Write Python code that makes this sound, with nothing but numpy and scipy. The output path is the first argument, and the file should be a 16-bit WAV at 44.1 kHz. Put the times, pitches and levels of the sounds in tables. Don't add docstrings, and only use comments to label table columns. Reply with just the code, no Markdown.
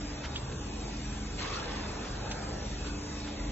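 import sys
import numpy as np
from scipy import signal
from scipy.fft import rfft, irfft
from scipy.io import wavfile
from scipy.ndimage import uniform_filter1d

SR = 44100
rng = np.random.default_rng(int(sys.argv[2]) if len(sys.argv) > 2 else 0)


def gain_from_db(level_db):
    decades = np.asarray(level_db, float) / 20
    return 10 ** decades


def inscribe(sig):
    pcm = np.round(np.clip(np.atleast_2d(sig).T, -1, 1) * 32767)
    wavfile.write(sys.argv[1], SR, pcm.astype(np.int16))


N = 154791

# frequency in Hz, level in dB per Hz.
FAN_COLOUR = [(25, -16), (45, -6.5), (124, -13), (294, -13.5), (456, -21), (900, -22), (2000, -30.5),
              (3900, -37)]
# frequency in Hz, level in dB, width in Hz.
FAN_HUMS = [(100.4, -51.5, 5), (126.2, -51.5, 4.4), (150.3, -52, 7.3), (249.3, -59.5, 9.1),
            (396.2, -57.5, 6), (429.7, -55.5, 16), (486.2, -57.5, 27), (834, -58.5, 37)]
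# frequency in Hz, level in dB, wander in Hz, flicker in dB.
MOTOR_LINES = [(70.93, -47, 0.94, -0.5), (293, -52, 1.5, 3.5)]
# time in seconds, frequency in Hz, level in dB.
BLADE_TONE = [(0.0, 201.4, -46.5), (0.09, 201.0, -50), (0.25, 211.8, -50.5), (0.43, 201.0, -52.5),
              (0.61, 210.9, -51), (1.28, 209.0, -45), (1.45, 206.5, -57), (1.52, 215.6, -54),
              (1.72, 211.0, -60.5), (1.73, 209.2, -44.5), (2.23, 206.3, -52), (2.36, 209.8, -49),
              (2.95, 207.2, -51.5), (3.5, 209.4, -48)]
# time in seconds, frequency in Hz, level in dB.
COMPRESSOR_DRONE = [(0.0, 49.2, -50), (0.03, 49.1, -43), (0.24, 49.3, -51), (0.4, 47.44, -45.5),
                    (1.14, 48.8, -41.5), (1.35, 48.13, -41.5), (1.45, 44.24, -47), (2.3, 49.04, -47),
                    (2.84, 49.16, -40.5), (3.01, 49.1, -55), (3.15, 49.3, -42.5), (3.24, 45.5, -47),
                    (3.31, 48.5, -51), (3.5, 48.9, -34)]
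# frequency in Hz, level in dB per Hz.
GAS_COLOUR = [(900, -15), (1800, -3.5), (2600, -2), (3100, -3.5), (4300, -2.5), (5000, -1.5), (6500, -5.5),
              (7800, -7.5)]
# frequency in Hz, level in dB, width in Hz.
NOZZLE_WHISTLES = [(2575, -60, 70), (3575, -65, 100), (3810, -65, 70), (5020, -66, 50), (5800, -61, 250),
                   (7560, -59, 90)]
# centre in seconds, level in dB, pitch in Hz, length in seconds,
# lag between the ports in seconds.
SOFT_KNOCKS = [
    (0.249, -42, 1860, 0.011, 0.000011),
    (0.366, -46, 3420, 0.017, -.00008),
    (0.521, -50.5, 1820, 0.0071, 0.000024),
    (1.143, -56.5, 5900, .01, 0.0081),
    (2.052, -47.5, 1430, 0.029, .00005),
    (2.268, -48.5, 890, 0.024, .00003),
    (2.316, -39, 3500, 0.0068, -.00008),
    (2.867, -46, 2470, 0.018, 0.016),
    (3.279, -48.5, 1736, 0.018, 0.000012),
]
# start in seconds, peak in dB, ring in Hz, time to fall 60 dB in seconds,
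# lag of the right port in seconds.
METAL_TICKS = [
    (.2530, -33, 2600, .003, 0),
    (.2557, -33, 2400, .003, 0),
    (.2592, -33, 2400, .004, 0),
    (.3575, -27, 3600, .012, -.0001),
    (.3608, -16, 3050, .005, -.00011),
    (.3655, -31, 3340, .04, -.0001),
    (2.3126, -32, 2900, .004, -.00012),
    (2.3143, -18.5, 2600, .0025, -.00011),
    (2.3135, -36, 5950, .03, -.00014),
]
# time in seconds, level in dB, dullness from 0 to 1.
AIR_RELEASE = [
    (1.372, -62, .05),
    (1.39, -38.5, .1),
    (1.46, -39, .33),
    (1.53, -38.5, .55),
    (1.62, -40.5, .65),
    (1.74, -42, .75),
    (1.88, -47.5, .85),
    (2.1, -50, .85),
    (2.35, -62, .85),
]
# frequency in Hz, delay of the right in radians,
# diffuse share from 0 to 1.
PORT_PATHS = [(900, -.2, .68), (1720, .1, .36), (2500, 1.1, .6), (3700, 1.5, .4), (4400, 2.7, .55),
              (5000, 3.15, .3), (5900, 4.8, .55), (6700, 6.2, .4), (7600, 6.8, .45)]
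# start in seconds, end in seconds.
THIN_STRETCHES = [(0, .085), (.16, .19), (.28, .32), (.44, .49), (.58, .7), (.84, .88), (1.22, 1.27),
                  (1.62, 1.69), (1.77, 1.81), (1.93, 2.03), (2.17, 2.38), (2.45, 2.51), (2.6, 2.64),
                  (2.74, 2.77), (2.82, 3.12), (3.35, 3.5)]

HZ = np.arange(N // 2 + 1) * SR / N + 1e-9
FRAMES = dict(window="cosine", nperseg=2048)


def walk(rate):
    hold = int(SR / rate)
    steps = np.repeat(rng.standard_normal(N // hold + 1), hold)
    return 1.3 * uniform_filter1d(uniform_filter1d(steps, hold), hold)[:N]


def colour(table):
    hz, db = np.array(table, float).T
    return gain_from_db(np.interp(np.log(HZ), np.log(hz), db, left=-99))


def bell(hz, octaves):
    return np.exp(-.5 * (np.log2(HZ / hz) / octaves) ** 2)


def ports(gain, diffuse=None, lag_s=0.):
    parts = rng.standard_normal((6, len(HZ)))
    noise = parts[:3] + 1j * parts[3:]
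    if diffuse is None:
        hz, turn, share = np.array(PORT_PATHS).T
        turn, share = np.interp(HZ, hz, turn), np.interp(HZ, hz, share)
    else:
        turn, share = 2 * np.pi * HZ * lag_s, diffuse
    share = np.clip(share, 0, 1)
    late = np.array([np.ones(len(HZ)), np.exp(-1j * turn)])
    both = (np.sqrt(1 - share) * noise[0] * late + np.sqrt(share) * noise[1:]) * gain
    return irfft(both, N) * N / np.sqrt(4 * np.sum(gain ** 2))


def flow(gain, swell_db, flicker_db, rate):
    out = 0
    swell = swell_db * walk(rate)
    both = rfft(ports(gain))
    for octave in np.arange(0, 9, .5):
        band = np.cos(np.pi * np.clip(np.log2(HZ / 24) - octave, -.5, .5)) ** 2
        out = out + irfft(both * band, N) * gain_from_db(swell + flicker_db * walk(2 * rate))
    return out


def tones(table, flicker_db):
    out = 0
    for hz, db, width in table:
        resonance = 1 / (1 + (2 * (HZ - hz) / width) ** 2)
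        out = out + gain_from_db(db + flicker_db * walk(7.7)) * ports(resonance)
    return out


def line(hz, db):
    return np.sqrt(2) * gain_from_db(db) * np.sin(2 * np.pi * np.cumsum(hz) / SR)


def machine_tones(t):
    out = 0
    for table in (BLADE_TONE, COMPRESSOR_DRONE):
        s, hz, db = np.array(table).T
        out = out + line(np.interp(t, s, hz) + walk(8), np.interp(t, s, db))
    for hz, db, wander_hz, flicker_db in MOTOR_LINES:
        out = out + line(hz + wander_hz * walk(4), db + flicker_db * walk(4.94))
    return out


def fans(t):
    rush = gain_from_db(-39.5) * flow(colour(FAN_COLOUR), swell_db=0.3, flicker_db=2, rate=2.763)
    return rush + tones(FAN_HUMS, flicker_db=0.97) + machine_tones(t)


def knocks(t):
    out = 0
    for s, db, hz, length, lag_s in SOFT_KNOCKS:
        tail = gain_from_db(-8) * (t > s) * np.exp(-np.abs(t - s) / .03)
        shape = np.exp(-.5 * ((t - s) / length) ** 2) + tail
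        out = out + gain_from_db(db) * shape * ports(bell(hz, octaves=1.0), 0.039, lag_s)
    return out


def ticks(t):
    rise_s = .0002
    out = 0
    for s, db, hz, t60, lag_s in METAL_TICKS:
        age = np.clip(t - s - np.array([[0], [lag_s]]), 0, 1)
        level = gain_from_db(db - 60 * age / t60) * (1 - np.exp(-age / rise_s))
        out = out + level * np.sin(2 * np.pi * hz * age)
    return out


def air_release(t):
    s, db, dull = np.array(AIR_RELEASE).T
    dull = np.clip(np.interp(t, s, dull), 0, 1)
    level = gain_from_db(np.interp(t, s, db, left=-99, right=-99))
    patchy_db = 2.4
    bright_colour = bell(3000, octaves=1.05) / (1 + (HZ / 6800) ** 6)
    crackle = gain_from_db(2.5 * walk(900))
    bright = flow(bright_colour, .4, patchy_db, 45.) * crackle
    low = flow(bell(650, octaves=1.3), 1., patchy_db, 25.)
    return level * (np.sqrt(1 - dull) * bright + np.sqrt(dull) * low)


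def gas_jet():
    hiss = gain_from_db(-47) * flow(colour(GAS_COLOUR), swell_db=1.0, flicker_db=1.2, rate=5.6)
    return hiss + tones(NOZZLE_WHISTLES, flicker_db=2.5)


def hall(x):
    ripple_db, ripple_bins, ripple_frames = 2.5, 4, 4
    f, _, z = signal.stft(x, SR, **FRAMES)
    ripple = uniform_filter1d(rng.standard_normal(z.shape[1:]), size=ripple_bins, axis=0)
    ripple = uniform_filter1d(ripple, size=ripple_frames)
    gain = gain_from_db(ripple_db * ripple / ripple.std() * np.clip(f / 1000, 0, 1)[:, None])
    gain = gain / np.sqrt(np.mean(gain ** 2, axis=1, keepdims=True))
    return signal.istft(z * gain, SR, **FRAMES)[1][:, :N]


def scene():
    t = np.arange(N) / SR
    return hall(fans(t) + gas_jet() + air_release(t)) + knocks(t) + ticks(t)


def thin_out(pair):
    scatter_db = 2
    f, s, z = signal.stft(pair, SR, **FRAMES)
    band = np.unique((np.log(f + 300) / .05).astype(int), return_inverse=True)[1]
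    edges = np.flatnonzero(np.diff(band, prepend=-1))
    band_hz = f[edges, None]
    line_power = np.abs(z) ** 2
    power = np.add.reduceat(line_power, edges, axis=1) / np.bincount(band)[:, None] + 1e-30

    uneven = power * gain_from_db(scatter_db * rng.standard_normal(power.shape[2]))
    under = 10 * np.log10(uneven / np.median(uneven, axis=2, keepdims=True)[::-1])
    under = under + scatter_db * rng.standard_normal(power.shape)

    frame = np.arange(len(s)) % (N // 1024)
    wander = np.clip(.5 + .9 * walk(40)[::1024][frame], 0, 2)
    slope = np.clip(band_hz / 1000 - 6, 0, 1)
    extra = np.where(band_hz < 7400, 2, 1)
    under[1] -= 5.5 * (slope * wander * extra - .1)

    thin = sum((s > start) & (s < end) for start, end in THIN_STRETCHES)
    under[0] -= np.where(thin, 15, -2) * np.exp(-((band_hz - 4740) / 300) ** 2)

    weak = line_power < gain_from_db(2 * -7.5) * power.max(axis=0)[band]
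    muted = ((under < -7.5)[:, band] | weak) & (f > 1000)[:, None]
    return signal.istft(z * np.where(muted, gain_from_db(-35), 1), SR, **FRAMES)[1][:, :N]


def low_pass(x):
    return signal.sosfilt(signal.butter(12, 8220, fs=SR, output="sos"), x)


def record(dry):
    mono_below_hz, top_hz = 365, 7660
    mid = rfft(dry[0] + dry[1]) / 2
    side = rfft(dry[0] - dry[1]) / 2
    side = side / (1 + (mono_below_hz / HZ) ** 7)
    mid, side = thin_out(irfft(np.array([mid, side]) * (HZ < top_hz), N))
    return low_pass(np.array([mid + side, mid - side]))


dry = scene()
out = record(dry)
inscribe(out)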